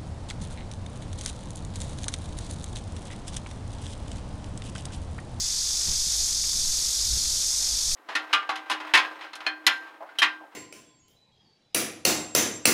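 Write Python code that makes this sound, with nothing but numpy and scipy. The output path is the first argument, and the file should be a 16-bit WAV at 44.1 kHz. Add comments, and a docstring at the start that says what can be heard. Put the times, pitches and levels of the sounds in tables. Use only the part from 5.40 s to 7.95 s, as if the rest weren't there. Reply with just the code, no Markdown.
"""Cicadas along a stone path

Two near cicadas rattle, their timbal clicks ringing their bodies, over a broad, distant chorus
of shrill noise bands. A thin high buzz of fast-pulsed hiss swells during the first second.
Wind rumbles on the microphone, with a few soft footfalls and faint shoe scuffs. All is mono."""
import sys
import numpy as np
from scipy import signal
from scipy.fft import rfft, irfft, next_fast_len
from scipy.io import wavfile
from scipy.ndimage import map_coordinates

SR = 44100
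rng = np.random.default_rng(int(sys.argv[2]) if len(sys.argv) > 2 else 0)


def store_pcm(level_fs):
    """Save levels as 16-bit WAV."""
    pcm = np.round(np.clip(level_fs, -1, 1) * 32767).astype(np.int16)
    wavfile.write(sys.argv[1], SR, np.atleast_2d(pcm).T)


N = 112454

# body resonances of the two near cicadas: frequency_hz, relative_db
LEAD_BODY = [(2500, -44), (3100, -17), (3550, -6.5), (4000, -8.5), (4700, -4), (5600, 0), (6600, -5),
             (7500, -10.5), (10000, -17.5), (15000, -32)]
SECOND_BODY = [(3000, -27), (4200, -7), (5100, -9.5), (6500, 2.5), (8000, -11), (10000, -7.5), (12000, -23),
               (15000, -24)]
# tone of the far chorus, upper and lower voices: frequency_hz, relative_db
HIGH_CHORUS_TONE = [(2500, -64), (4200, -18), (5000, -10), (5600, -1.5), (6000, 0), (6900, -2),
                    (7400, -5.5), (8300, -10.5), (9400, -11), (11500, -24), (13500, -32), (15300, -33)]
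LOW_CHORUS_TONE = [(2000, -46), (2900, -23.5), (3200, -12), (3550, -7), (4000, -6.5), (4350, -1.5),
                   (4900, -2.5), (5400, -3.5), (6200, -22), (9000, -48)]
# fader ride of the upper voices, before their trim: time_s, level_db
HIGH_CHORUS_RIDE = [(0, -30.5), (.22, -29), (.48, -28.5), (.62, -28), (.78, -27), (.98, -28.5),
                    (1.3, -27.5), (1.66, -28.5), (1.88, -28), (2.02, -27), (2.18, -27), (2.36, -29.5),
                    (2.52, -27)]
# fader ride of the lower voices: time_s, level_db
LOW_CHORUS_RIDE = [(0, -37.5), (.19, -35), (.45, -36.5), (.67, -35), (.74, -32.5), (.93, -35), (1.07, -35),
                   (1.42, -34.5), (1.65, -33.5), (1.8, -33.5), (1.92, -33), (2.14, -37), (2.35, -33.5),
                   (2.49, -34)]
# narrow notes ringing in the chorus: pitch_hz, width_hz, level_db
CHORUS_NOTES = [(3570, 60, -52.5), (4704, 46, -42), (5080, 93, -40), (5160, 29, -52), (6540, 18, -44.5),
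                (6880, 82, -48), (7900, 46, -53)]
# tone of the thin high buzz: frequency_hz, relative_db
BUZZ_TONE = [(3000, -23), (6000, -36), (8000, 6.5), (9500, -4), (11500, -1), (13000, -8.5), (15300, -18)]
# swell of the buzz, before its trim: time_s, level_db
BUZZ_RIDE = [(0, -48.5), (.4, -45.5), (.8, -41), (1.02, -43.5), (1.35, -40), (2.5, -41)]
# rumble of wind on the microphone: frequency_hz, relative_db
WIND_TONE = [(15, 6.5), (30, -1), (55, -2.5), (80, -6), (120, -9), (170, -16), (250, -21), (500, -34),
             (1500, -65)]
# gusts, before their trim: time_s, level_db
WIND_RIDE = [(0, -38.5), (.42, -44), (.53, -34), (.72, -41.5), (1.1, -39), (1.17, -36.5), (1.48, -41),
             (1.56, -48), (1.7, -32.5), (1.82, -34), (2.1, -45), (2.42, -43.5), (2.55, -36)]
# tone of the outdoor bed: frequency_hz, relative_db
AIR_TONE = [(60, -15), (150, -3), (300, -2), (500, -3), (1000, -2.5), (1800, -2.5), (2600, 0), (4000, -6),
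            (15000, -20.5)]
# soft footfalls: start_s, level_db
FOOTFALLS = [(0.472, -33), (.484, -23), (0.668, -37.5), (1.15, -44), (1.422, -47), (1.772, -29.5)]
# dull modes under each footfall: pitch_hz, relative_db, t60_s
THUD_MODES = [(61.5, -6.5, 0.23), (110, -8.5, 0.081), (172, -4.5, 0.061), (265, -19, 0.029)]
# tone of a footfall's puff: frequency_hz, relative_db
PUFF_TONE = [(25, -17), (60, -10), (170, 6), (300, -4), (450, -20), (900, -14), (3000, -46)]
# shoe scuffs on the stone: start_s, level_db, t60_s
SCUFFS = [(.47, -41, 0.049), (1.036, -35, 0.033), (1.488, -57, 0.031), (1.851, -37, 0.045),
          (2.229, -44, 0.052), (2.514, -35, 0.036)]
# gritty tone of a scuff: frequency_hz, relative_db
GRIT_TONE = [(150, -15), (350, -8), (800, 2), (1500, -2), (2500, 8), (6000, -12), (12000, -30)]
# low wind buffets on the microphone: start_s, length_s, pitch_hz, level_db
BUFFETS = [(1.192, 0.16, 11, -30.5), (1.662, 0.14, 57, -31.5), (2.472, 0.14, 14, -28)]

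CLICKS_PER_STROKE, CLICK_RISE_S = 6, 0.00039
TOP_HZ = 15330
T = np.arange(N) / SR


def amp(db):
    """Decibels to gain."""
    return 10 ** (np.asarray(db) / 20)


def unit(x):
    """Scale to rms 1."""
    return x / np.sqrt(np.mean(x ** 2) + 1e-20)


def ride(points):
    """A fader ride: straight lines through (time_s, level_db) points."""
    return np.interp(T, *np.transpose(points))


def wobble(rate):
    """A smooth random curve, rate knots a second."""
    return map_coordinates(rng.standard_normal(512), [T * rate + 2], mode="wrap")


def filtered(x, response):
    """Filter x by a gain that depends on frequency."""
    size = next_fast_len(N + SR // 2)
    return irfft(rfft(x, size) * response(np.fft.rfftfreq(size, 1 / SR)), size)[:N]


def coloured(x, tone):
    """x through an EQ curve, at rms 1."""
    points_hz, db = np.transpose(tone)
    return unit(filtered(x, lambda hz: amp(np.interp(np.log(hz + 1), np.log(points_hz), db))))


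def noise(tone):
    """Noise of rms 1 with the given tone."""
    return coloured(rng.standard_normal(N), tone)


def fuzzy_note(pitch_hz, width_hz):
    """Noise through one sharp resonance, at rms 1."""
    hiss = rng.standard_normal(N)
    return unit(filtered(hiss, lambda hz: 1 / (1 + ((hz - pitch_hz) / width_hz * 1.3) ** 2)))


def cicada(body, stroke_hz, offset_s, scatter, drift_strokes, waver_db, depth=0.96, t60_s=0.012):
    """Each timbal stroke buckles a row of ribs; the clicks ring the body and scatter in the leaves."""
    strokes = (T - offset_s) * stroke_hz + drift_strokes * wobble(7)
    hits = np.flatnonzero(np.diff(np.floor(strokes * CLICKS_PER_STROKE)) > 0)
    swell = 1 + depth * np.cos(2 * np.pi * strokes[hits])  # clicks rise and fade within a stroke
    clicks = np.zeros(N)
    clicks[hits] = swell * amp(.5 * rng.standard_normal(N)[hits])
    age = T[:SR // 20]
    decay = amp(-60 * age / t60_s) * (1 - np.exp(-age / CLICK_RISE_S))
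    # every click rings alike; its scattered share is fresh noise with the same decay
    ringing = signal.fftconvolve(clicks, decay * rng.standard_normal(len(decay)))[:N]
    energy = np.abs(signal.fftconvolve(clicks ** 2, decay ** 2)[:N])
    scattered = np.sqrt(energy) * rng.standard_normal(N)
    song = np.sqrt(1 - scatter) * coloured(ringing, body) + np.sqrt(scatter) * coloured(scattered, body)
    return song * amp(waver_db * wobble(3.8))


def near_cicadas():
    """Two insects rattle at different rates; the lead swells with the chorus, the second with the buzz."""
    lead = cicada(LEAD_BODY, stroke_hz=48.5, offset_s=.001, scatter=.49, drift_strokes=.035, waver_db=.37)
    second = cicada(SECOND_BODY, stroke_hz=43.2, offset_s=.005, scatter=.41,
                    drift_strokes=.06, waver_db=.8)
    chorus_db, buzz_db = ride(HIGH_CHORUS_RIDE), ride(BUZZ_RIDE)
    lead_db = -33 + .5 * (chorus_db - chorus_db.mean())
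    second_db = -39 + buzz_db - buzz_db.mean()
    return amp(lead_db) * lead + amp(second_db) * second


def far_chorus(high_trim_db=-1.5):
    """Many far cicadas blur into two shrill bands with a few ringing notes."""
    notes = sum(amp(db) * fuzzy_note(hz, width) for hz, width, db in CHORUS_NOTES)
    high = amp(ride(HIGH_CHORUS_RIDE) + high_trim_db) * noise(HIGH_CHORUS_TONE)
    low = amp(ride(LOW_CHORUS_RIDE)) * noise(LOW_CHORUS_TONE)
    return high + low + notes


def high_buzz(pulse_hz=1152, trim_db=0.5):
    """A thin hiss chopped into very fast, even pulses."""
    pulses = np.exp(2 * np.cos(2 * np.pi * pulse_hz * T)) * rng.standard_normal(N)
    return amp(ride(BUZZ_RIDE) + trim_db) * coloured(pulses, BUZZ_TONE)


def wind(trim_db=-3):
    """Gusts rumble on the microphone."""
    return amp(ride(WIND_RIDE) + trim_db) * noise(WIND_TONE)


def outdoor_bed():
    """Faint, slightly fluttering air over a low drone."""
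    air = amp(-48 + 0.66 * wobble(9.07) + 1.34 * wobble(60)) * noise(AIR_TONE)
    drone = amp(-46.5) * fuzzy_note(pitch_hz=53, width_hz=7.7)
    return air + drone


def shoe_contact(start_s, level_db, t60_s, tone, attack_s):
    """A shoe meets stone: a burst of noise that rises fast and dies."""
    age = np.maximum(T - start_s, 0)
    return amp(level_db - 60 * age / t60_s) * (1 - np.exp(-age / attack_s)) * noise(tone)


def scuffs():
    """Soles scuff the stone in short, gritty bursts."""
    return sum(shoe_contact(start_s, db, t60_s, GRIT_TONE, attack_s=.0011)
               for start_s, db, t60_s in SCUFFS)


def footfalls(puff_db=-13.5):
    """Each footfall rings a few dull modes under a soft puff."""
    out = np.zeros(N)
    for start_s, db in FOOTFALLS:
        out += shoe_contact(start_s, db + puff_db, t60_s=.094, tone=PUFF_TONE, attack_s=.00099)
        age = np.maximum(T - start_s, 0)
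        for hz, mode_db, t60_s in THUD_MODES:
            out -= amp(db + mode_db - 60 * age / t60_s) * np.sin(2 * np.pi * hz * age)
    return out


def buffets():
    """Each buffet booms in the microphone, short and low, with an unsteady pitch."""
    out = np.zeros(N)
    for start_s, length_s, hz, db in BUFFETS:
        age = T - start_s
        swell = np.sin(np.pi * np.clip(age / length_s, 0, 1))
        out += amp(db) * swell * np.sin(2 * np.pi * hz * age + .5 * wobble(30))
    return out


def scene():
    """Insects, wind and steps, mixed dead centre."""
    insects = near_cicadas() + far_chorus() + high_buzz()
    mono = insects + wind() + outdoor_bed() + scuffs() + footfalls() + buffets()
    return np.array([mono, mono])


def record(dry):
    """A brick-wall low-pass cuts everything above TOP_HZ."""
    return np.array([filtered(channel, lambda hz: hz < TOP_HZ) for channel in dry])


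dry = scene()
out = record(dry)
store_pcm(out)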